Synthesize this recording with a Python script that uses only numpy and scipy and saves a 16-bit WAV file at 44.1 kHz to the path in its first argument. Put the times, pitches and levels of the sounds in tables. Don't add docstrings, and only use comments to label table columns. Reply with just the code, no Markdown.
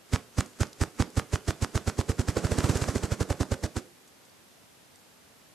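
import sys
import numpy as np
from scipy import signal
from scipy.fft import rfft, irfft
from scipy.io import wavfile
from scipy.ndimage import uniform_filter1d

SR = 44100
rng = np.random.default_rng(int(sys.argv[2]) if len(sys.argv) > 2 else 0)


def persist_wave(psi):
    counts = np.round(np.clip(psi, -1, 1) * 32767).astype(np.int16)
    wavfile.write(sys.argv[1], SR, np.atleast_2d(counts).T)


N = 244314


def gain_of(db):
    return 10 ** (np.asarray(db) / 20)


def evened(x):
    return x / np.sqrt(np.mean(x ** 2) + 1e-20)


def look_up(table, hz):
    row_hz, value = np.transpose(table)
    return np.interp(np.log(hz + 1), np.log(row_hz + 1), value)


def add(mix, start_s, sound):
    part = mix[max(round(start_s * SR), 0):][:len(sound)]
    part += sound[:len(part)]


def bell(t, width):
    return np.exp(-.5 * (t / width) ** 2)


def stereo_noise(tone, likeness):
    hz = np.fft.rfftfreq(N, 1 / SR)
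    right, other = rfft(rng.standard_normal((2, N)))
    alike = np.clip(look_up(likeness, hz), 0, 1)
    left = alike * right + np.sqrt(1 - alike ** 2) * other
    return evened(irfft(np.array([left, right]) * gain_of(look_up(tone, hz)), N))


# (frequency [Hz], level [dB])
AIR_TONE = [(15, -54), (25, -26), (64, -7), (80, -2.5), (254, 0), (282, -1.5), (589, -4), (971, -6.5),
            (1050, -7.5), (6630, -13.5), (13500, -17)]


def still_air():
    hush = stereo_noise(AIR_TONE, likeness=[(60, 0.61), (300, 0.16), (8000, 0.22)])
    return gain_of(-58.5 + np.array([[1.7], [2.4]])) * hush


def pauses(count, shortest_s, growth_s, bend_s):
    steps = np.arange(count)
    return shortest_s + growth_s * steps + bend_s * steps ** 2


def stroke_times(fastest_s=2.6997, warm_up_s=.05714, warm_up_strokes=2.942):
    before = pauses(20, shortest_s=.05296, growth_s=.005758, bend_s=.0000846)
    before += warm_up_s * np.exp(-np.arange(len(before))[::-1] / warm_up_strokes)
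    after = pauses(12, shortest_s=.05972, growth_s=.003417, bend_s=.000257)
    return fastest_s + np.concatenate([-np.cumsum(before)[::-1], [0], np.cumsum(after)])


# (time [s], level [dB])
THUMP_LEVELS = [(.14, -17), (1.15, -17.5), (1.85, -20), (2.28, -19), (2.52, -20.5), (2.97, -23.2),
                (3.15, -21), (3.48, -19), (3.77, -25)]
SWIRL_LEVELS = [(.14, -35.5), (.95, -32.5), (1.4, -33), (2.15, -33), (2.55, -27), (2.8, -33), (3.3, -26.5),
                (3.77, -30)]
SWISH_LEVELS = [(.14, -34.5), (1.75, -35.5), (2.35, -38.6), (2.72, -37.5), (3.03, -38.9), (3.38, -37.1),
                (3.77, -39.2)]
SLAP_LEVELS = [(.14, -22.5), (1.05, -22.5), (1.75, -23), (2.05, -30.5), (2.3, -42), (3.1, -45), (3.24, -33),
               (3.45, -27.5), (3.77, -42)]
# (time [s], thump change [dB], swirl boost [dB], pitch [Hz])
WHUPS = [(1.006, .6, 5, 334), (2.374, -6, 9.5, 466)]
# (time [s], slap boost [dB])
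HARD_LANDINGS = [(2.45, 11), (2.588, 17.5), (2.822, 18.5)]


def wing_strokes():
    times = stroke_times()
    levels = THUMP_LEVELS, SWIRL_LEVELS, SWISH_LEVELS, SLAP_LEVELS
    thump_db, swirl_db, swish_db, slap_db = (np.interp(times, *np.transpose(rows)) for rows in levels)
    surge = bell(times - 2.675, width=0.031)
    thump_db += 5 * surge
    swirl_db += 8 * surge
    thump_luck, swirl_luck, slap_luck = rng.standard_normal((len(times), 3)).T
    thump_hz = (91.7 + 20 * surge) * np.exp(.02 * thump_luck)
    swirl_hz = (311 + 46 * times - 110 * surge) * np.exp(.072 * swirl_luck)
    slap_delay_s = .0185 + .004 * np.exp(-times / .253) + .0003 * slap_luck
    for at, thump_change, swirl_boost, hz in WHUPS:
        nearest = np.argmin(abs(times - at))
        thump_db[nearest] += thump_change
        swirl_db[nearest] += swirl_boost
        swirl_hz[nearest] = hz
    for at, slap_boost in HARD_LANDINGS:
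        slap_db[np.argmin(abs(times - at))] += slap_boost
    return [dict(time=at, thump_db=thump_db[i], thump_hz=thump_hz[i], swirl_db=swirl_db[i],
                 swirl_hz=swirl_hz[i], swish_db=swish_db[i], slap_db=slap_db[i],
                 landing=at + slap_delay_s[i]) for i, at in enumerate(times)]


def stroke_clock():
    return np.arange(-SR // 10, SR // 10) / SR


def thumps(strokes, lag_s=0.0019, rise_s=0.0044, fall_s=0.005, crest_s=0.00041, ring_hz=235):
    t, out = stroke_clock(), np.zeros(N)
    swell = bell(t - lag_s, np.where(t < lag_s, rise_s, fall_s))
    ring_age = np.maximum(t + 0.0025, 0)
    ring = gain_of(-15) * np.sin(2 * np.pi * ring_hz * ring_age) * np.exp(-ring_age / 0.013)
    for stroke in strokes:
        angle = 2 * np.pi * stroke["thump_hz"] * (t - crest_s)
        shove = swell * np.cos(angle - 0.27 * np.sin(2 * angle))
        add(out, stroke["time"] + t[0], gain_of(stroke["thump_db"] + 2) * (shove + ring))
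    return out


# (frequency [Hz], likeness [0 to 1])
WING_LIKENESS = [(100, 0.88), (1500, 0.99), (3000, 0.78), (6000, 0.78), (9000, 0.46), (12000, 0.3)]


def wing_noise(tone):
    return stereo_noise(tone, WING_LIKENESS)


def swirls(strokes, lead_s=0.0028, whup_width_s=0.0022, flap_width_s=.0015):
    t, whups, flaps = stroke_clock(), np.zeros(N), np.zeros(N)
    for stroke in strokes:
        whup = bell(t + lead_s, whup_width_s) * np.sin(2 * np.pi * stroke["swirl_hz"] * (t + lead_s))
        add(whups, stroke["time"] + t[0], gain_of(stroke["swirl_db"] + 3) * whup)
        flap_db = (stroke["swirl_db"] + stroke["swish_db"]) / 2 + 2
        add(flaps, stroke["time"] + t[0], gain_of(flap_db) * bell(t + lead_s, flap_width_s))
    return whups + flaps * wing_noise(SLAP_TONE)


# (frequency [Hz], level [dB])
GUST_TONE = [(40, -22), (100, -6.5), (170, 2), (250, -0.5), (450, -4), (700, -11.5), (1400, -17.5),
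             (2500, -26.5), (6000, -42.5)]


def gusts(strokes, lead_s=0.0046, rise_s=0.0068, fall_s=0.018):
    t, level = stroke_clock(), np.zeros(N)
    wake = np.exp(-abs(t + lead_s) / np.where(t < -lead_s, rise_s, fall_s))
    for stroke in strokes:
        gust_db = (stroke["thump_db"] + stroke["swirl_db"]) / 2 - 3.5
        add(level, stroke["time"] + t[0], gain_of(gust_db) * wake)
    return level * stereo_noise(GUST_TONE, likeness=[(100, 0.94), (2000, 0.99)])


# (frequency [Hz], level [dB])
SWISH_TONE = [(100, -26), (400, 7), (800, 0.5), (1400, 5), (2400, -1.5), (3600, -3), (4800, -0.5),
              (7800, 1), (9500, -6), (12000, -11), (13500, -44.5)]


def feathers(strokes, lead_s=0.0041, rise_s=0.0059, fall_s=0.014, fold_s=.015, fold_width_s=0.0056):
    t, level = stroke_clock(), np.zeros(N)
    sweep = np.exp(-abs(t + lead_s) / np.where(t < -lead_s, rise_s, fall_s))
    brush = 0.28 * bell(t - fold_s, fold_width_s)
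    stopping = bell(np.maximum(t - fold_s, 0), 2 * fold_width_s)
    rustle = 0.072 * bell(t, width=0.042)
    swish = (sweep + brush) * stopping + rustle
    for stroke in strokes:
        add(level, stroke["time"] + t[0], gain_of(stroke["swish_db"] + 3) * swish)
    grain_db = 3 * evened(uniform_filter1d(rng.standard_normal(N), size=30))
    return level * evened(gain_of(grain_db) * wing_noise(SWISH_TONE))


def crack(tone, size=2048):
    hz = abs(np.fft.fftfreq(size, 1 / SR))
    log_gain = np.log(gain_of(look_up(tone, hz)))
    spectrum = np.exp(np.conj(signal.hilbert(log_gain)))
    pulse = np.fft.ifft(spectrum).real[:size // 2]
    return pulse / abs(pulse).max()


# (frequency [Hz], level [dB])
SLAP_TONE = [(60, -31), (180, 3.5), (380, 4.5), (750, -3.5), (1350, -2), (1900, -9), (2600, -24),
             (3600, -13), (5000, -10), (8000, -31), (13000, -45)]


def slaps(strokes, suck_lead_s=0.00024, tip_lead_s=0.0022, spray_decay_s=0.0005):
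    t, hits, spray = np.arange(SR // 50) / SR, np.zeros(N), np.zeros(N)
    pulse = crack(SLAP_TONE)
    suck = -0.83 * signal.windows.hann(14)
    fade = np.exp(-t / spray_decay_s)
    for stroke in strokes:
        landing = stroke["landing"]
        hit_gain, spray_gain = gain_of(stroke["slap_db"] + 6), gain_of(stroke["slap_db"] - 7)
        tip_early, tip_size = rng.uniform(0.99, 1.4, 2)
        add(spray, landing - tip_lead_s * tip_early, tip_size * spray_gain * fade ** 2)
        add(hits, landing - suck_lead_s * 1.83, hit_gain * suck)
        add(spray, landing - suck_lead_s, spray_gain * fade)
        add(hits, landing - suck_lead_s / 2, hit_gain * pulse)
    return hits + spray * wing_noise(SWISH_TONE)


# (frequency [Hz], level [dB])
ECHO_TONE = [(50, -35), (100, -30), (170, -15), (350, -11), (700, -10), (1500, -15), (3500, -13.5),
             (8000, -17.5), (13000, -9.5)]
# (frequency [Hz], time to fade by 60 dB [s])
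ECHO_FADE = [(80, 0.11), (300, 0.46), (1000, 0.25), (4000, 0.32), (12000, 0.86)]
# (frequency [Hz], likeness [0 to 1])
ECHO_LIKENESS = [(100, 0.98), (500, 0.96), (1500, 1), (4000, 0.47), (12000, 0.67)]


def tree_echo(sound, build_s=0.0073, echoes_per_s=2500):
    echoes = rng.standard_normal((2, SR)) * (rng.random((2, SR)) < echoes_per_s / SR)
    hz, t, (right, other) = signal.stft(echoes, SR, nperseg=512)
    alike = np.clip(look_up(ECHO_LIKENESS, hz), 0, 1)[:, None]
    left = alike * right + np.sqrt(1 - alike ** 2) * other
    fade = gain_of(-60 * t / look_up(ECHO_FADE, hz)[:, None]) * (1 - bell(t, build_s))
    fade *= gain_of(look_up(ECHO_TONE, hz))[:, None] / np.sqrt(np.mean(fade ** 2, 1, keepdims=True))
    tail = signal.istft(np.array([left, right]) * fade, SR, nperseg=512)[1] / np.linalg.norm(echoes[0])
    return signal.fftconvolve(sound.mean(0)[None], tail, axes=1)[:, :N]


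def blended_echo(sound, turn_s=.31, tails=3):
    angle = np.pi * (np.arange(N) / SR / turn_s + np.arange(tails)[:, None] / tails)
    return sum(tree_echo(sound * share) for share in np.sqrt(2 / tails) * np.sin(angle))


# (time [s], level [dB], pitch [Hz], fade time [s])
TICKS = [(0.4057, -24.5, 6150, 0.0011), (0.4607, -44, 7000, 0.0026), (0.5334, -52, 3500, .002),
         (0.669, -45, 6000, .002), (0.7307, -38.5, 5200, 0.0019), (1.1027, -49, 7500, 0.0028),
         (2.772, -32, 6960, 0.0027), (4.076, -54, 7000, 0.0064), (4.251, -58, 6800, .008),
         (4.295, -59, 4700, .006), (4.9581, -51, 7000, 0.0027), (4.989, -60, 7200, .008)]


def ticks(sharpness=1.36):
    t, out = np.arange(SR // 20) / SR, np.zeros(N)
    for at, db, hz, fade_s in TICKS:
        band = signal.iirpeak(hz, sharpness, SR)
        scrape = signal.lfilter(*band, signal.lfilter(*band, rng.standard_normal(len(t))))
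        add(out, at, gain_of(db) * evened(scrape) * np.exp(-t / fade_s))
    return out


def whir(peak_s=2.706, width_s=0.24, churn_db=-37, hiss_db=-43):
    swell = bell(np.arange(N) / SR - peak_s, width_s)
    churn = gain_of(churn_db) * wing_noise(GUST_TONE)
    hiss = gain_of(hiss_db) * wing_noise(SWISH_TONE)
    return swell * (churn + hiss)


# (frequency [Hz], left level minus right level [dB])
BIRD_BALANCE = [(60, -4), (110, -6), (220, -10), (370, -6.5), (670, -2.5), (1230, -5.5), (2240, -3),
                (4100, -1), (7500, -0.5), (10000, 8.5), (13000, 6)]


def place_bird(sound):
    balance_db = look_up(BIRD_BALANCE, np.fft.rfftfreq(N, 1 / SR))
    sides = gain_of(np.outer([.5, -.5], balance_db))
    return irfft(rfft(sound) * sides / sides.mean(0), N)


def scene():
    strokes = wing_strokes()
    bird = thumps(strokes) + swirls(strokes) + gusts(strokes) + feathers(strokes)
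    bird += whir() + slaps(strokes) + ticks()
    echo = gain_of(0.5) * blended_echo(bird)
    return place_bird(bird + echo) + still_air()


def record(dry, low_cut_hz=30, high_cut_hz=13500):
    hz = np.fft.rfftfreq(N, 1 / SR)
    trimmed = irfft(rfft(dry) * hz ** 4 / (hz ** 4 + low_cut_hz ** 4), N)
    treble_cut = signal.firwin(511, high_cut_hz, window=("kaiser", 9), fs=SR)
    return signal.oaconvolve(trimmed, treble_cut[None], "same")


dry = scene()
out = record(dry)
persist_wave(out)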